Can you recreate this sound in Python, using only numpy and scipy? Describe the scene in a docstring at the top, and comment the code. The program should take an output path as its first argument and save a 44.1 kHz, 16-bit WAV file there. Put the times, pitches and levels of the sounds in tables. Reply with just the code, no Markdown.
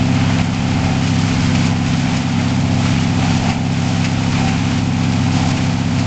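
"""A steady engine hum and a rush that swells with each branch: a wood chipper in a street, a truck behind.
At governed speed the exhaust beats evenly over a low rumble; the steel housing drones and rattles,
and air hisses from the chute. The housing howls in surges, and bits of wood clack faintly in it.
Now and then the whole sound dips suddenly and creeps back."""
import sys
import numpy as np
from scipy import signal
from scipy.fft import rfft, irfft, next_fast_len
from scipy.io import wavfile

SR = 44100
rng = np.random.default_rng(int(sys.argv[2]) if len(sys.argv) > 2 else 0)


def int16_out(signal):
    """Quantize to a 16-bit WAV file."""
    q = np.round(np.clip(np.atleast_2d(signal).T, -1, 1) * 32767)
    wavfile.write(sys.argv[1], SR, q.astype(np.int16))


N = 267246

TRUCK_CYCLE_HZ, FAN_BLADE_HZ = 21.24, 253.15
# truck engine harmonics: order, level_db
TRUCK_ORDERS = [(4, -36), (6, -41.5), (9, -35), (14, -44), (30, -50.5)]
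# cooling fan harmonics: order, level_db
FAN_ORDERS = [(1, -28.5), (2, -46.5), (4, -45.5)]

# chipper crankshaft speed: time_s, speed_hz
CRANK_SPEED = [(0.3, 33.516), (0.8, 33.477), (1.3, 33.433), (1.8, 33.518), (2.3, 33.542), (2.8, 33.566),
               (3.3, 33.466), (3.8, 33.496), (4.3, 33.486), (4.8, 33.516), (5.3, 33.511), (5.8, 33.539)]
# slow, slight rise and fall in the exhaust's loudness: time_s, gain_db
EXHAUST_LEVEL = [(0, -0.4), (1.2, 0), (1.7, .3), (2.25, -0.9), (2.7, 0.8), (3.15, -0.2), (3.8, -0.7),
                 (4.4, 0.3), (5.1, -0.4), (6.06, -.4)]
# exhaust harmonics: crank_order, level_db
EXHAUST_ORDERS = [(1, -40.5), (2, -58), (3, -22.5), (4, -23), (5, -22), (6, -32), (7, -25), (8, -27.5),
                  (9, -39.5), (10, -55), (11, -42.5), (12, -45.5), (13, -46), (14, -52), (15, -48.5),
                  (16, -48.5), (17, -51), (19, -53.5), (20, -51.5), (22, -52)]
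# exhaust gas spectrum: freq_hz, density_db
RUMBLE_SPECTRUM = [(4, -20.5), (15, -5.5), (58, -1.5), (95, 1), (150, 0), (195, 3.5), (255, -4.5),
                   (320, -8.5), (520, -13.5), (700, -23), (1500, -55.5)]

# housing drone spectrum: freq_hz, density_db
DRONE_SPECTRUM = [(300, -29), (570, -8), (660, -1.5), (780, -0.5), (900, -2.5), (970, -10.5), (1100, -12),
                  (1500, -22), (4000, -56)]
DRONE_IDLE_DB, PANEL_IDLE_DB = -31.5, -40
# housing howls: middle_s, length_s, drone_db, panel_db
HOWL_SURGES = [(.57, 0.23, -34, -37), (.87, 0.2, -29, -31.5), (2.14, 0.13, -31.5, -38),
               (3.23, 0.17, -30.5, -35), (3.497, 0.17, -25, -32), (3.86, 0.082, -34, -35),
               (4.46, .14, -34.5, -29), (5.442, 0.25, -29.5, -41)]
# modes of the struck housing: freq_hz, width_hz, level_db
HOUSING_MODES = [(784, 280, 0), (1350, 580, 6), (2220, 770, 12), (2700, 400, 6.5), (4700, 1800, 5),
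                 (6730, 910, -2)]
# wood hitting the housing: start_s, level_db, t60_s, tilt_db_per_octave
WOOD_HITS = [(0.208, -18, 0.067, -5), (.298, -17, 0.092, -7), (.387, -12.5, 0.095, -8),
             (.833, -15, 0.13, -3), (1.072, -13, .09, 5), (1.548, -8, 0.054, 0), (1.65, -16.5, 0.15, 7),
             (2.089, -18, 0.061, -5), (2.13, -12.5, .1, -5), (2.163, -13.5, .1, 9), (2.39, -13, 0.14, -8),
             (2.85, -16, 0.21, -6), (3.478, -13, .08, 1), (3.492, -10, 0.18, 0), (4.04, -9.5, 0.13, 3),
             (4.478, -11.5, .15, 0), (5.565, -14, 0.14, 2), (5.984, -16, 0.17, 6.5)]

# housing rattle spectrum: freq_hz, density_db
RATTLE_SPECTRUM = [(400, -18.5), (900, -2.5), (1350, 1.5), (1750, -1.5), (2100, 1), (2300, 1), (2480, 2.5),
                   (2700, -1), (3100, -2.5), (3700, -8.5), (5000, -12.5), (8000, -43.5)]
# chute air spectrum: freq_hz, density_db
HISS_SPECTRUM = [(1500, -15), (3000, -1), (3900, -2), (4700, -0.5), (5500, -2), (6200, -3), (6800, -3),
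                 (7500, -5.5), (8000, -15), (8450, -20.5), (9000, -40)]
RATTLE_IDLE_DB, HISS_IDLE_DB = -31, -35
# branches in the knives: start_s, length_s, rattle_db, hiss_db
BRANCH_FEEDS = [(0.139, .29, -31, -52), (.38, 0.65, -33, -39.5), (0.992, 0.68, -31.5, -34),
                (1.827, 0.4, -31, -34.5), (2.248, .26, -34, -39.5), (2.774, .26, -31.5, -34.5),
                (3.159, .37, -31, -32.5), (3.69, 0.58, -34, -36), (4.289, .24, -30.5, -34),
                (4.51, .29, -32.5, -36.5), (4.96, 0.4, -36.5, -39.5), (5.305, 0.35, -33.5, -34)]

# dips of the whole sound: start_s, depth_db
LEVEL_DIPS = [(.415, 3.8), (.972, 1.3), (1.731, 1.9), (1.955, 1.1), (2.175, 1.74), (2.91, 0.8), (3.38, 2.5),
              (3.505, 2.5), (4.06, 1), (4.49, 1.4), (4.791, 2), (5.53, 1.5), (5.78, 1)]


def amp(db):
    """Decibels to gain."""
    return 10 ** (np.asarray(db) / 20)


def unit(x):
    """Scale to rms 1."""
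    return x / np.sqrt(np.mean(x ** 2) + 1e-20)


def curve(rows):
    """Time table, interpolated per sample."""
    return np.interp(np.arange(N) / SR, *np.transpose(rows))


def gain_at(spectrum, hz):
    """Spectrum gain at hz."""
    freq_hz, db = np.transpose(spectrum)
    return amp(np.interp(np.log(hz + 1), np.log(freq_hz + 1), db))


def colour(x, spectrum):
    """Filter by a spectrum, rms 1."""
    size = next_fast_len(N)
    gain = gain_at(spectrum, np.fft.rfftfreq(size, 1 / SR))
    return unit(irfft(rfft(x, size) * gain, size)[:N])


def wander(hz):
    """Random drift up to about hz, rms 1."""
    frames = N // 64 + 2
    freq_hz = np.fft.rfftfreq(frames, 64 / SR)
    white = rfft(rng.standard_normal(frames))
    slow = irfft(white * (freq_hz > 0) / (1 + (freq_hz / hz) ** 2), frames)
    return unit(np.interp(np.arange(N), np.linspace(0, N, frames), slow))


def beats(turns, depth):
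    """Gain pulsing once a turn, with a weaker second harmonic."""
    return np.exp(depth * (np.cos(2 * np.pi * turns) + 0.21 * np.cos(4 * np.pi * turns)))


def rotor(hz, orders, drift, waver_db):
    """Harmonics of a machine turning at its own drifting speed."""
    turns = np.cumsum(hz * (1 + drift * wander(2.1))) / SR
    hum = 0
    for order, db in orders:
        gain = amp(db + waver_db * wander(2.3))
        hum += gain * np.cos(2 * np.pi * (order * turns + rng.random()))
    return np.sqrt(2) * hum


def exhaust_rumble(turns, load, level_db=-26, depth=0.049, load_exponent=0.56):
    """Turbulent gas, puffing with the beats and growing with load."""
    puffs = rng.standard_normal(N) * beats(turns, depth)
    return amp(level_db) * unit(load) ** load_exponent * colour(puffs, RUMBLE_SPECTRUM)


def exhaust_hum(turns, waver_db=0.86, skew_rad=1.58, smear_rad=0.0512):
    """Two unlike beats a turn: even orders are skewed against odd; the pipe smears each beat."""
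    hum = 0
    for order, db in EXHAUST_ORDERS:
        shift_rad = (order + 1) % 2 * skew_rad + smear_rad * order ** 2
        hum += amp(db + waver_db * wander(3)) * np.cos(2 * np.pi * order * turns + shift_rad)
    return np.sqrt(2) * hum


def wood_clacks(level_db=-7.5, rise_s=0.0047, pivot_hz=2200):
    """Short scrapes ring the broad housing modes; each hit has its own tilt, duller or brighter."""
    t, out = np.arange(SR // 4) / SR, np.zeros(N + SR)
    for start_s, hit_db, t60_s, tilt_db in WOOD_HITS:
        ring = 0
        for hz, width_hz, db in HOUSING_MODES:
            mode = signal.iirpeak(hz, hz / width_hz, SR)
            scrape = signal.lfilter(*mode, signal.lfilter(*mode, rng.standard_normal(len(t))))
            ring += amp(db + tilt_db * np.log2(hz / pivot_hz)) * unit(scrape)
        envelope = amp(hit_db - 60 * t / t60_s) * (1 - np.exp(-t / rise_s))
        out[round(start_s * SR):][:len(t)] += envelope * unit(ring)
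    return amp(level_db) * out[:N]


def howl_gains():
    """Drone and panel gains: bell-shaped surges over idle."""
    t, power = np.arange(N) / SR, amp([[DRONE_IDLE_DB], [PANEL_IDLE_DB]]) ** 2
    for middle_s, length_s, drone_db, panel_db in HOWL_SURGES:
        swell = np.exp(-2 * ((t - middle_s) / length_s) ** 2)
        power = power + (amp([[drone_db], [panel_db]]) * swell) ** 2
    return np.sqrt(power)


def housing_drone(turns, drone_gain, panel_gain, lines_db=-6, noise_db=-2.0, panel_hz=770,
                  slip_turns=0.15, panel_slip_turns=0.1):
    """Steel shaken by high engine orders and noise; one panel sings on its nearest order."""
    crank_hz = CRANK_SPEED[0][1]
    panel_order = round(panel_hz / crank_hz)
    lines = 0
    for order in np.setdiff1d(np.arange(19, 32), panel_order):
        cycles = order * turns + rng.random() + slip_turns * wander(3.4)
        lines += gain_at(DRONE_SPECTRUM, order * crank_hz) * np.cos(2 * np.pi * cycles)
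    noise = colour(rng.standard_normal(N) * beats(turns, depth=0.1), DRONE_SPECTRUM)
    panel = np.cos(2 * np.pi * (panel_order * turns + panel_slip_turns * wander(5.1)))
    body = amp(lines_db) * unit(lines) + amp(noise_db) * noise
    return drone_gain * body + panel_gain * unit(panel)


def feed_gains(bite_s=0.036, clear_s=0.048):
    """Rattle and hiss gains over idle: the knives bite each branch, hold, then the chute empties."""
    t, power = np.arange(N) / SR, amp([[RATTLE_IDLE_DB], [HISS_IDLE_DB]]) ** 2
    for start_s, length_s, rattle_db, hiss_db in BRANCH_FEEDS:
        attack = np.clip((t - start_s) / bite_s, 0, 1)
        release = np.exp(-np.maximum(t - start_s - length_s, 0) / clear_s)
        power = power + (amp([[rattle_db], [hiss_db]]) * attack * release) ** 2
    return np.sqrt(power)


def chip_rush(spectrum, turns, depth, flutter_db, ticks_db, ticks_per_s, spread_db,
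              flutter_hz=35, tick_s=0.00069):
    """Rushing air with dense ticks of chips and metal."""
    sizes = amp(spread_db * np.minimum(rng.exponential(1, N), 4))
    impacts = sizes * (rng.random(N) < ticks_per_s / SR)
    tick_power = signal.lfilter([1], [1, -np.exp(-1 / (tick_s * SR))], impacts ** 2)
    air = rng.standard_normal(N)
    ticks = amp(ticks_db) * unit(np.sqrt(tick_power) * rng.standard_normal(N))
    flutter = amp(flutter_db * wander(flutter_hz))
    return colour((air + ticks) * beats(turns, depth) * flutter, spectrum)


def scene():
    """Truck and fan run free; the crankshaft times exhaust, drone and rush."""
    turns = np.cumsum(curve(CRANK_SPEED) * (1 + 0.0014 * wander(13))) / SR
    drone_gain, panel_gain = howl_gains()
    rattle_gain, hiss_gain = feed_gains()
    truck = rotor(TRUCK_CYCLE_HZ, TRUCK_ORDERS, drift=0.00051, waver_db=3.5)
    fan = rotor(FAN_BLADE_HZ, FAN_ORDERS, drift=0.001, waver_db=1.7)
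    exhaust_gain = amp(curve(EXHAUST_LEVEL))
    exhaust = exhaust_gain * (exhaust_hum(turns) + exhaust_rumble(turns, load=rattle_gain * drone_gain))
    rattle = rattle_gain * chip_rush(RATTLE_SPECTRUM, turns, depth=0.06, flutter_db=0.43,
                                     ticks_db=-9.0, ticks_per_s=500, spread_db=3.5)
    hiss = hiss_gain * chip_rush(HISS_SPECTRUM, turns, depth=0.034, flutter_db=0.9,
                                 ticks_db=-7, ticks_per_s=740, spread_db=4.0)
    drone = housing_drone(turns, drone_gain, panel_gain)
    return (truck + fan + exhaust + wood_clacks() + drone + rattle + hiss)[None]


def record(dry, fall_s=0.01, recover_s=0.4, undipped_db=1.42, cutoff_hz=8950):
    """Sudden level dips with slow recovery, then a low-pass."""
    t, dip_db = np.arange(N) / SR, 0
    for start_s, depth_db in LEVEL_DIPS:
        since_s = np.maximum(t - start_s, 0)
        dip_db += depth_db * np.minimum(since_s / fall_s, 1) * np.exp(-since_s / recover_s)
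    lowpass = signal.firwin(401, cutoff_hz, window=("kaiser", 9), fs=SR)
    return signal.oaconvolve(dry * amp(undipped_db - dip_db), lowpass[None], "same")


dry = scene()
out = record(dry)
int16_out(out)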